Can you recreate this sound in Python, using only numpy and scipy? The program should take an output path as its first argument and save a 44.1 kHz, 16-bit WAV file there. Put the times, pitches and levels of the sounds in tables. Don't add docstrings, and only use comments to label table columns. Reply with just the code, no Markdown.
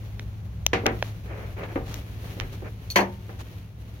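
import sys
import numpy as np
from scipy import signal
from scipy.fft import rfft, irfft
from scipy.io import wavfile

SR = 44100
rng = np.random.default_rng(int(sys.argv[2]) if len(sys.argv) > 2 else 0)


def log_audio(samples):
    frames = np.atleast_2d(samples).T
    limited = np.clip(frames, -1, 1)
    pcm = np.round(limited * 32767).astype(np.int16)
    wavfile.write(sys.argv[1], SR, pcm)


N = 176400
T = np.arange(N) / SR
AGE_S = T[:SR]
CABIN_T60_S, CABIN_SLOPE = .27, .21


def amp(db):
    return 10 ** (np.asarray(db) / 20)


def unit(x):
    return x / np.sqrt(np.mean(x ** 2))


def curve(points):
    return amp(np.interp(T, *np.array(points).T))


def add(out, start_s, x):
    i = int(start_s * SR)
    out[:, i:i + x.shape[-1]] += x[..., :N - i]


def colour(x, points):
    n = 2 * x.shape[-1]
    hz, db = np.array(points).T
    bins_hz = np.maximum(np.fft.rfftfreq(n, 1 / SR), 1)
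    cepstrum = irfft(np.log(amp(np.interp(np.log(bins_hz), np.log(hz), db))))
    cepstrum[1:n // 2] *= 2
    cepstrum[n // 2 + 1:] = 0
    return irfft(rfft(x, n) * np.exp(rfft(cepstrum, n)))[..., :n // 2]


def soften(x, cutoff_hz):
    return signal.sosfilt(signal.butter(2, cutoff_hz, fs=SR, output="sos"), x)


def coherence(hz):
    gap_m, sound_m_s = .15, 343
    return .97 * np.sinc(2 * hz * gap_m / sound_m_s)


def diffuse(size):
    mid, side = rfft(rng.standard_normal((2, size)))
    alike = coherence(np.fft.rfftfreq(size, 1 / SR))
    mid, side = mid * np.sqrt((1 + alike) / 2), side * np.sqrt((1 - alike) / 2)
    return irfft(np.array([mid + side, mid - side]), size)


def wander(rate_hz):
    return np.interp(T * rate_hz, np.arange(8192), rng.standard_normal(8192))


def ring(modes):
    out = 0
    for hz, db, t60_s in modes:
        lag_rad = np.arccos(coherence(hz)) * np.array([[.5], [-.5]])
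        tone = np.sin(2 * np.pi * (hz * AGE_S + rng.random()) + lag_rad)
        out = out + amp(db) * tone * np.exp(-np.log(1000) * AGE_S / t60_s)
    onset = np.minimum(AGE_S * modes[0][0] * 2, 1)
    return out * onset / np.sqrt(sum(amp(db) ** 2 for _, db, _ in modes) / 2)


def split(modes, spread, count):
    return [(hz * (1 + spread * (step + rng.uniform(-.66, .5) / count)), db, t60_s)
            for hz, db, t60_s in modes for step in np.linspace(-1, 1, count)]


def dense_ring(spectrum, t60_s, slope):
    octave = np.log2(np.clip(np.fft.rfftfreq(SR, 1 / SR), 125, 16000) / 1000)
    noise_bins = rfft(unit(colour(diffuse(SR), spectrum)))
    out = 0
    for k in range(-3, 5):
        band = irfft(noise_bins * np.maximum(1 - abs(octave - k), 0))
        out = out + band * np.exp(-np.log(1000) * AGE_S / t60_s * 2 ** (k * slope))
    return out


def friction(spectrum, grain_db):
    rough = diffuse(N) * amp(grain_db * (wander(rate_hz=700) + 1.34 * wander(rate_hz=35.15)))
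    return unit(colour(rough, spectrum))


def strokes(rows):
    attack_share, release_share = .21, .37
    gain = 0
    for start_s, length_s, db in rows:
        ramp = np.minimum((T - start_s) / attack_share, (start_s + length_s - T) / release_share)
        gain = gain + amp(db) * np.clip(ramp / length_s, 0, 1)
    return gain


def machinery():
    # freq_hz, gain_db
    spectrum = [(25, -32.5), (50, -3.5), (67, 3.5), (78, -6), (92, 2), (115, -12), (145, -9.5),
                (185, -10.5), (250, -24), (400, -29), (900, -35), (15000, -57)]
    # time_s, gain_db
    fade = [(.8, -0.5), (2.4, -2.5), (4, -6)]
    hum_hz, hum_db, waver_db, rumble_db = 107.3, -39, .5, -37.5
    hum = np.sqrt(2) * np.sin(2 * np.pi * hum_hz * T) * amp(hum_db + waver_db * wander(rate_hz=3))
    rumble = amp(rumble_db) * unit(colour(diffuse(N), spectrum))
    return (hum + rumble) * curve(fade)


def clothes():
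    # start_s, length_s, level_db
    brushes = [(1.02, 0.11, -46), (1.85, 0.16, -41), (2.22, 0.078, -53.5), (2.52, 0.048, -42),
               (3.385, 0.042, -47)]
    # time_s, level_db
    rustle = [(0, -51.5), (.44, -56.5), (.68, -59.5), (.9, -47.5), (1.12, -43.5), (1.22, -52), (1.6, -48.5),
              (1.87, -47.5), (2.45, -45), (2.8, -52.5), (3.5, -49), (3.72, -58), (4, -49.5)]
    # freq_hz, gain_db
    sleeve = [(200, 10.5), (1600, 3), (4500, -2.5), (7000, -7), (15000, -15.5)]
    cloth = [(150, 16), (400, 11), (800, 3.5), (1200, 0.5), (2500, 1.5), (4500, -4.5), (7000, -10),
             (15000, -10)]
    brushing = strokes(brushes) * friction(sleeve, grain_db=2)
    return brushing + curve(rustle) * friction(cloth, grain_db=1.5)


def phone_case():
    # start_s, peak_db, cutoff_hz, left_over_right_db, rebound_s, rebound_db, hollow_db
    ticks = [(.1957, -21, 3050, -4.5, 0.00053, -4, -16.5), (0.6652, 1.5, 9200, 6, 0.00032, -2.5, -23.5),
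             (0.8653, -3, 6140, 6, 0.0009, -29, -11.5), (1.026, -8.5, 1840, -3.5, 0.0012, -2.5, -7),
             (1.942, -27.5, 16100, 8, 0.0005, 8.5, -34), (2.4001, -15, 3460, -15.5, 0.0093, -15, -28)]
    # freq_hz, gain_db
    spectrum = [(100, -0.5), (600, -4), (1200, 0), (3100, 6.5), (4300, 1.5), (6000, 7.5), (9000, -18.5),
                (13000, 2.5)]
    # pitch_hz, level_db, t60_s
    modes = [(574, 0, 0.012)]
    room_db, left_lag_s = -47, .00008
    out = np.zeros((2, N))
    impulse = colour(signal.unit_impulse(SR), spectrum)
    room = amp(room_db) * dense_ring(spectrum, CABIN_T60_S, CABIN_SLOPE)
    for start_s, db, cutoff_hz, pan_db, rebound_s, rebound_db, hollow_db in ticks:
        right = soften(impulse, cutoff_hz)
        left = np.interp(AGE_S - left_lag_s, AGE_S, right, left=0)
        tick = np.array([left, right]) / abs(right).max() * amp(db + np.array([[pan_db], [-pan_db]]) / 2)
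        tail = soften(room, cutoff_hz) + amp(hollow_db) * ring(modes)
        add(out, start_s, tick + amp(db) * tail)
        add(out, start_s + rebound_s, amp(rebound_db) * tick)
    return out


def scuffs():
    # start_s, length_s, level_db
    slides = [(1.24, 0.32, -41.5), (1.56, .12, -35.5), (1.67, .09, -43), (2.635, 0.064, -41.5)]
    # freq_hz, gain_db
    sole = [(100, -9), (380, 18.5), (600, 17), (800, 10.5), (2400, 6.5), (3500, -11.5), (15000, -32)]
    return strokes(slides) * friction(sole, grain_db=2)


def footsteps():
    # start_s, level_db, cutoff_hz
    knocks = [(.732, -20.5, 4060), (0.836, -28, 520), (0.8578, -19, 2040), (1.635, -39, 2940),
              (1.758, -25.5, 1160), (2.242, -46, 1590), (2.367, -36, 420), (2.41, -37.5, 3050),
              (2.621, -34, 523), (3.292, -40, 1230)]
    # start_s, level_db
    thuds = [(1.767, -31), (2.4, -27.5)]
    # freq_hz, gain_db
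    spectrum = [(60, -17.5), (300, 3.5), (500, -4), (640, -2.5), (780, -4), (1000, -5.5), (1400, -5),
                (2100, -1.5), (4000, -13), (15000, -17.5)]
    # pitch_hz, level_db, t60_s
    ladder_modes = [(285, -7, .27), (366, -3, .27), (468, 0, .29), (545, -3, .24), (765, -2, .26),
                    (1200, -4, .14), (1620, -6, .13), (2050, -8, .15)]
    deck_modes = [(39, -14.5, 0.53), (92, -9.5, 0.21), (134, -21, 0.75)]
    crack_db, crack_s, ring_db = -2, .006, -3
    crack = 1 + amp(crack_db) * np.exp(-AGE_S / crack_s)
    out = np.zeros((2, N))
    for start_s, db, cutoff_hz in knocks:
        knock = dense_ring(spectrum, CABIN_T60_S, CABIN_SLOPE) * crack + amp(ring_db) * ring(ladder_modes)
        add(out, start_s, amp(db) * soften(knock, cutoff_hz))
    for start_s, db in thuds:
        add(out, start_s, amp(db) * ring(deck_modes))
    return out


def fitting():
    # start_s, level_db
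    pings = [(2.902, -27.5), (2.9097, -29.5), (2.9592, -17), (3.004, -33)]
    # start_s, level_db, cutoff_hz
    clanks = [(2.958, -16, 17000), (2.987, -7.5, 750), (3.001, -12, 507)]
    # pitch_hz, level_db, t60_s
    fitting_modes = [(1906, -15, .05), (2480, -6.5, 0.03), (4320, 3, 0.055), (4373, 6, 0.083),
                     (6051, -9, 0.16), (7130, -4, 0.036), (9670, -10, 0.087), (12500, -12, 0.062),
                     (14500, -11, 0.12)]
    frame_modes = [(194, -5, .55), (357, -6, .45), (415, -4, .24), (563, -2, .28), (714, -6, .24),
                   (911, -6, .38), (1005, 2, .17), (1089, 0, .15), (1706, -1, .15), (1970, 2, .1),
                   (3100, -1, .07)]
    # freq_hz, gain_db
    fitting_spectrum = [(800, -26), (3500, 2), (14000, -2)]
    frame_spectrum = [(80, -45), (190, -7), (450, -7.5), (750, -0.5), (1000, 2), (1350, -6), (1800, 6.5),
                      (3100, -1.5), (3700, -11), (5000, -10), (6200, -10), (8000, -17), (15000, -36)]
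    t60_s, slope = .22, .16
    clatter_db, frame_ring_db = -12.5, -14
    out = np.zeros((2, N))
    for start_s, db in pings:
        ping = ring(split(fitting_modes, spread=.0119, count=5))
        clatter = amp(clatter_db) * dense_ring(fitting_spectrum, t60_s, slope)
        add(out, start_s, amp(db) * (ping + clatter))
    for start_s, db, cutoff_hz in clanks:
        add(out, start_s, amp(db) * soften(dense_ring(frame_spectrum, t60_s, slope), cutoff_hz))
    add(out, clanks[0][0], amp(frame_ring_db) * ring(frame_modes))
    return out


def scene():
    return footsteps() + fitting() + scuffs() + clothes() + phone_case() + machinery()


def record(dry):
    # freq_hz, gain_db
    mic = [(4300, 1.5), (5000, -2), (6000, 2.5), (6800, 1), (7600, -6.5), (9300, -4), (10800, 2)]
    left_over_right_db, top_hz = .87, 15900
    heard = colour(dry, mic) * amp(left_over_right_db * np.array([[.5], [-.5]]))
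    return signal.sosfilt(signal.ellip(10, .2, 80, top_hz, fs=SR, output="sos"), heard)


dry = scene()
out = record(dry)
log_audio(out)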